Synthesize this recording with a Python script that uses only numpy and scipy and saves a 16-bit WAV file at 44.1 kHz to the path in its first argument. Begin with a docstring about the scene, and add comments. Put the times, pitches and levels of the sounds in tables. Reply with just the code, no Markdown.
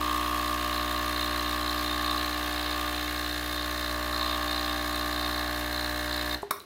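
"""An espresso machine's vibrating pump runs water into a plastic jug in a kitchen.
One stroke per mains cycle: the frame hums, the piston knocks on casing and panels,
tray and jug rattle, water spurts and bubbles. The pump cuts out, the line pressure
lets go with a thump, and the valve clacks shut."""
import sys
import numpy as np
from scipy import signal
from scipy.fft import rfft, irfft, next_fast_len
from scipy.io import wavfile

SR = 44100
rng = np.random.default_rng(int(sys.argv[2]) if len(sys.argv) > 2 else 0)


def wav_record(signal):
    """Record a signal, one row per channel, as 16-bit PCM in the file named by sys.argv[1]."""
    frames = np.transpose(np.atleast_2d(signal))
    bounded = np.clip(frames, -1, 1)
    # unit amplitude maps onto the largest positive 16-bit level
    quanta = np.round(bounded * 32767).astype(np.int16)
    wavfile.write(sys.argv[1], SR, quanta)


N = 293265
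TIME_S = np.arange(N) / SR
MAINS_HZ = 60.0
PUMP_OFF_S, THUMP_S, CLACK_S = 6.356, 6.4298, 6.508
PUMP_ON = TIME_S < PUMP_OFF_S

# Frame hum. Each row: multiple of the stroke rate, relative level in dB.
HUM_PARTIALS = [(1, 4), (2, -5.5), (3, -20), (4, -6.5), (5, 2.5), (6, -4), (7, -16.5), (8, -13), (9, -15),
                (10, -3), (11, -8), (12, -5.5), (13, -7.5), (14, -9), (15, -12), (16, -6.5)]
# Resonances. Each row: frequency in Hz, width in Hz, relative gain in dB.
CASING_MODES = [(1240, 120, -10), (1694, 336, 8.5), (2156, 140, 0)]
PANEL_MODES = [(1099, 86, 3.5), (1203.7, 107, 0)]
TRAY_MODES = [(3660, 139, -1), (4072, 310, -2), (4400, 210, -10), (4720, 230, -14), (5036, 130, -13)]
JUG_MODES = [(2250, 460, -5.5), (2625, 170, 1), (2823, 216, 2.5), (2970, 210, -1), (3062, 57, 2.5),
             (3334, 107, 0.5)]
# Knock and rattle envelopes. Each row: time in seconds, relative level in dB.
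CASING_LEVELS = [(0.02, -40), (1.09, -37.5), (3.46, -38), (5.36, -37), (6.29, -36), (6.33, -35.5)]
PANEL_LEVELS = [(0.02, -30), (1.25, -34.5), (1.78, -33.5), (1.88, -36), (2.13, -31), (2.22, -35.5),
                (2.66, -38.5), (2.8, -34), (2.94, -39), (3.27, -38.5), (3.31, -45), (3.53, -38.5),
                (3.78, -39.5), (4.24, -33.5), (4.59, -36), (5.22, -36.5), (5.77, -41.5), (6.33, -41)]
JUG_LEVELS = [(0.02, -40), (0.14, -41), (2.55, -42), (2.83, -40.5), (3.18, -44), (4.15, -45), (4.26, -41),
              (5.06, -45), (6.33, -45)]
# Swells of the tray rattle. Each row: middle in seconds, length in seconds, rise in dB.
TRAY_SWELLS = [(.8, .1, 3.5), (1.168, 0.14, 4), (1.386, 0.18, 3.5), (1.82, 0.38, 3), (2.135, 0.21, 5),
               (2.608, 0.23, 5), (3.001, 0.072, 4), (3.296, .2, 3), (3.558, 0.14, 6.5), (3.847, .17, 2.5),
               (4.24, .2, 6), (4.523, 0.15, 5.5), (4.701, 0.15, 4), (4.942, 0.081, 4.5), (5.248, 0.33, 3.5),
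               (5.83, 0.18, 3.5), (6.145, 0.11, 4.5), (6.345, 0.093, 7)]
# Noise spectra. Each row: frequency in Hz, relative density in dB.
SPRAY_SPECTRUM = [(2820, -11), (4800, -2), (5180, -1), (5440, -5), (6660, -4), (7750, -7.5), (13300, -6.5),
                  (14500, -3), (15100, -3), (16000, -17)]
SIZZLE_SPECTRUM = [(3000, -20), (6000, -38), (10000, 17), (14000, 15), (16000, 11)]
STREAM_SPECTRUM = [(40, -20), (70, -12), (170, -25), (300, -9), (490, -35), (620, -2), (800, 6.5),
                   (920, -3), (1150, -9), (1400, 10.5), (2000, 6.5), (3000, -28.5), (6000, -74)]
CLACK_SPECTRUM = [(150, -17), (400, -1), (1150, -1), (1800, -5.5), (2300, -7.5), (2800, -16), (3900, -10),
                  (5300, -9.5), (6200, -22), (8500, -12.5), (11300, -6.5), (12600, -9), (13800, -9),
                  (16000, -11)]
ROOM_SPECTRUM = [(30, -20), (70, 5.5), (150, -6.5), (400, 0.5), (1000, -15), (4000, -13), (16000, -46)]
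# Shut-off ringing. Each row: frequency in Hz, peak in dB, T60 in seconds.
THUMP_MODES = [(405, -30, 0.15), (533, -37, 0.039), (684, -27.5, 0.033), (834, -25.5, 0.033),
               (1010, -22, 0.013)]
VALVE_MODES = [(403, -40, 0.3), (790, -45, .04), (1045, -25, 0.024), (1150, -16.5, 0.022),
               (1270, -23.5, 0.059), (1290, -20.5, 0.022), (1630, -31, .04), (2140, -40, 0.051),
               (3800, -35, 0.035)]
# Drops in the jug. Each row: start in seconds, pitch in Hz, peak in dB, T60 in seconds.
DROPS = [(0.718, 1040, -36, 0.13), (3.08, 2190, -28, 0.037), (4.134, 1350, -27, 0.035),
         (4.22, 1045, -28, .06), (5.291, 1100, -27, 0.034), (6.568, 5750, -43, .025),
         (6.603, 4000, -32.5, 0.013)]
# Sharp ticks. Each row: start in seconds, centre in Hz, onset level in dB, T60 in seconds.
TICKS = [(2.23, 9000, -32, .008), (4.957, 8100, -34, .008), (6.164, 12500, -31, .01),
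         (6.4205, 7000, -42.5, .015), (6.426, 9000, -45, .02), (6.5985, 10500, -42, .012),
         (6.622, 12500, -46, .012)]


def pump_hum(level_db=-34.5, dip_db=-1.1, dip_phase_rad=0.56, flutter=0.011, fade_db=0.1939):
    """The coil's pull shakes the frame; higher partials lag, flutter and fade more."""
    phase = 2 * np.pi * MAINS_HZ * (TIME_S - 0.0043)
    dip = plateau(start_s=2.235, end_s=3.885, ramp_s=0.033)  # slightly quieter, phase shifted
    hum = np.zeros(N)
    for k, db in HUM_PARTIALS:
        lag_rad = 0.08 * k ** 2 + 0.01 * k ** 3
        depth = flutter * (k - 1)
        gain = from_db(db + fade_db * (k + 1) * drift(1.503)) * (1 + depth * drift(30))
        hum -= gain * np.cos(k * phase + dip_phase_rad * dip - lag_rad + depth * drift(30))
    running = PUMP_ON + decay(PUMP_OFF_S, t60_s=0.22)
    return from_db(level_db + dip_db * dip) * unit_rms(hum) * running


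def piston_knocks(reflection_s=0.0069, reflection_db=-11):
    """The piston hits the casing, and each blow comes back once off the counter-top; its recoil rings the steel
    panels."""
    piston = contact(at_ms=10.0, wander_ms=0.0056, uneven_db=0.3, chatter_db=-2, chatter_ms=14)
    reflection = np.array([np.interp(TIME_S - reflection_s, TIME_S, force) for force in piston])
    recoil = contact(at_ms=11.1, wander_ms=0.018, uneven_db=0.35, chatter_db=-4, chatter_ms=14)
    casing = resonate(piston + from_db(reflection_db) * reflection, CASING_MODES, order=2)
    panels = resonate(recoil, PANEL_MODES, order=2)
    return follow(casing, CASING_LEVELS, trim_db=-5) + follow(panels, PANEL_LEVELS, trim_db=-4)


def tray_rattle(rest_db=-44, start_offset_db=-1.5, loosen_s=0.53):
    """The drip tray works loose, then bounces late in each stroke, in swells."""
    force = contact(at_ms=11.92, wander_ms=0.044, uneven_db=1.2, chatter_db=-1, chatter_ms=2.33)
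    tray = 0
    for k, mode in enumerate(TRAY_MODES):
        coupling = 1 + 0.14 * drift(9)  # the contact point creeps
        tray += (-1) ** k * coupling * resonate(force, [mode], order=2)
    level_db = rest_db + start_offset_db * np.maximum(1 - TIME_S / loosen_s, 0)
    for middle_s, length_s, rise_db in TRAY_SWELLS:
        level_db += rise_db * plateau(middle_s - length_s / 2, middle_s + length_s / 2, ramp_s=0.12)
    return from_db(level_db) * unit_rms(tray)


def jug_rattle():
    """The loose jug bounces unevenly, mostly in tiny rebounds."""
    force = contact(at_ms=12.5, wander_ms=0.0077, uneven_db=2, chatter_db=7, chatter_ms=10.6)
    return follow(resonate(force, JUG_MODES), JUG_LEVELS, trim_db=-4.5)


def spray(level_db=-43.5, slope_db_per_s=-0.14, grain_db=2):
    """Hiss pulses with the pump: short intake, long push, sharp peak at the end stop."""
    intake = from_db(-6) * stroke_window(at_ms=8.0, sigma_ms=0.73)
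    push = from_db(-5) * stroke_window(at_ms=12.2, sigma_ms=3.9)
    hiss = noise(SPRAY_SPECTRUM) * (intake + push + from_db(-15) * PUMP_ON)
    sizzle = from_db(-2) * noise(SIZZLE_SPECTRUM) * stroke_window(at_ms=11.45, sigma_ms=0.69)
    grain = from_db(grain_db * drift(500))
    return from_db(level_db + slope_db_per_s * TIME_S) * unit_rms((hiss + sizzle) * grain)


def stream(rush_db=-47, bubbles_db=-52, bubbles_per_s=260):
    """Water runs into the jug: a soft rush with many small bubbles."""
    flow = PUMP_ON + decay(PUMP_OFF_S, t60_s=0.34)
    births = (rng.random(N) < bubbles_per_s / SR) * rng.uniform(0.9, 1, N)
    pitches_hz = np.geomspace(800, 4500, 16)
    pitch_index = rng.integers(0, len(pitches_hz), N)
    bubbles = 0
    for k, hz in enumerate(pitches_hz):
        bubbles += unit_rms(resonate(births * (pitch_index == k), [(hz, hz / 9, 0)]))
    return flow * (from_db(rush_db) * noise(STREAM_SPECTRUM) + from_db(bubbles_db) * unit_rms(bubbles))


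def pressure_thump():
    """The line pressure lets go."""
    return ring(THUMP_S, THUMP_MODES)


def valve_clack(touch_db=-26, seat_db=-19, t60_s=0.024):
    """The plunger touches, then seats with a bright clack."""
    seat_s = CLACK_S + 0.0014
    envelope = from_db(touch_db) * decay(CLACK_S, t60_s) + from_db(seat_db) * decay(seat_s, t60_s)
    return ring(seat_s, VALVE_MODES) + envelope * noise(CLACK_SPECTRUM)


def drops():
    """Each drop rings at one pitch."""
    return sum(ring(start_s, [mode]) for start_s, *mode in DROPS)


def ticks():
    """Short noise bursts, an octave wide."""
    out = 0
    for start_s, hz, db, t60_s in TICKS:
        band = signal.butter(2, [hz / np.sqrt(2), hz * np.sqrt(2)], "band", fs=SR, output="sos")
        hiss = unit_rms(signal.sosfilt(band, rng.standard_normal(N)))
        out += from_db(db) * decay(start_s, t60_s) * hiss
    return out


def kitchen_echo(x, split_hz=3500, low_t60_s=0.39, treble_t60_s=0.29, delay_s=0.006):
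    """Diffuse echo of a small hard room; the treble dies sooner."""
    white = rng.standard_normal(N)
    low = signal.sosfilt(signal.butter(1, split_hz, fs=SR, output="sos"), white)
    low_decay = decay(delay_s, low_t60_s)
    tail = low * low_decay + from_db(-2) * (white - low) * decay(delay_s, treble_t60_s)
    return signal.fftconvolve(x, tail[:SR] / np.linalg.norm(low_decay))[:N]


def contact(at_ms, wander_ms, uneven_db, chatter_db, chatter_ms):
    """Two rows of force: one jittered blow per stroke, and a chatter of tiny rebounds."""
    blows = stroke_window(at_ms + wander_ms * (drift(MAINS_HZ) + drift(6)), sigma_ms=0.04)
    chatter = stroke_window(at_ms, chatter_ms) * rng.standard_normal(N)
    blows *= from_db(uneven_db * drift(MAINS_HZ))
    return np.array([unit_rms(blows), from_db(chatter_db) * unit_rms(chatter)])


def stroke_window(at_ms, sigma_ms):
    """A Gaussian window in every pump stroke."""
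    period_ms = 1000 / MAINS_HZ
    offset_ms = (TIME_S * 1000 - at_ms + period_ms / 2) % period_ms - period_ms / 2
    return np.exp(-0.5 * (offset_ms / sigma_ms) ** 2) * PUMP_ON


def resonate(force, modes, order=1):
    """Parallel resonances of alternating sign; at order 2 they swell before fading."""
    out = 0
    for k, (hz, width_hz, db) in enumerate(modes):
        radius = np.exp(-np.pi * width_hz / SR)
        gain = (1 - radius ** 2) / 2
        section = [gain, 0, -gain, 1, -2 * radius * np.cos(2 * np.pi * hz / SR), radius ** 2]
        out += (-1) ** k * from_db(db) * signal.sosfilt([section] * order, force + 1e-18)
    return out


def ring(start_s, modes):
    """Damped sines set off by one blow."""
    out = 0
    for k, (hz, db, t60_s) in enumerate(modes):
        tone = np.sin(2 * np.pi * hz * (TIME_S - start_s))
        out += (-1) ** k * from_db(db) * decay(start_s, t60_s) * tone
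    return out


def noise(spectrum):
    """Shaped noise, rms 1."""
    hz, db = np.transpose(spectrum)
    size = next_fast_len(N)
    bins_hz = np.maximum(np.fft.rfftfreq(size, 1 / SR), 1)
    gain = from_db(np.interp(np.log(bins_hz), np.log(hz), db))
    return unit_rms(irfft(rfft(rng.standard_normal(size)) * gain, size)[:N])


def drift(knots_per_s):
    """Random wander, rms 1."""
    knots = rng.standard_normal(4000)
    return unit_rms(np.interp(TIME_S * knots_per_s, np.arange(len(knots)), knots))


def follow(x, levels, trim_db):
    """Normalise, then apply a level curve."""
    return from_db(np.interp(TIME_S, *np.transpose(levels)) + trim_db) * unit_rms(x)


def decay(start_s, t60_s):
    """Jumps to 1, then dies away."""
    age_s = TIME_S - start_s
    return (age_s >= 0) * from_db(-60 * np.clip(age_s / t60_s, 0, 4))


def plateau(start_s, end_s, ramp_s):
    """Trapezoid with ramps centred on start and end."""
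    return np.clip(0.5 + np.minimum(TIME_S - start_s, end_s - TIME_S) / ramp_s, 0, 1)


def from_db(db):
    """Decibels to gain."""
    return 10 ** (np.asarray(db) / 20)


def unit_rms(x):
    """Scale to rms 1."""
    return x / np.sqrt(np.mean(x ** 2) + 1e-20)


def scene():
    """The machine close by; hum and stroke blows stay dry, its other sounds echo."""
    blows, chatter = piston_knocks() + tray_rattle() + jug_rattle()
    wash = chatter + spray() + stream()
    clicks = valve_clack() + drops() + ticks()
    thump = pressure_thump()
    send = from_db(-2.5) * wash + from_db(-6) * clicks + from_db(-10) * thump
    # Sound leaves from changing places on the machine, each with its own echo.
    blend_rad = np.pi * drift(5)
    echo = kitchen_echo(send * np.cos(blend_rad)) + kitchen_echo(send * np.sin(blend_rad))
    machine = pump_hum() + blows + wash + clicks + thump
    room_tone = from_db(-55) * noise(ROOM_SPECTRUM)
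    return (machine + echo + room_tone)[None]


def record(dry):
    """Steep low-pass at 15.9 kHz."""
    return signal.sosfilt(signal.ellip(10, 0.2, 80, 15900, fs=SR, output="sos"), dry)


dry = scene()
out = record(dry)
wav_record(out)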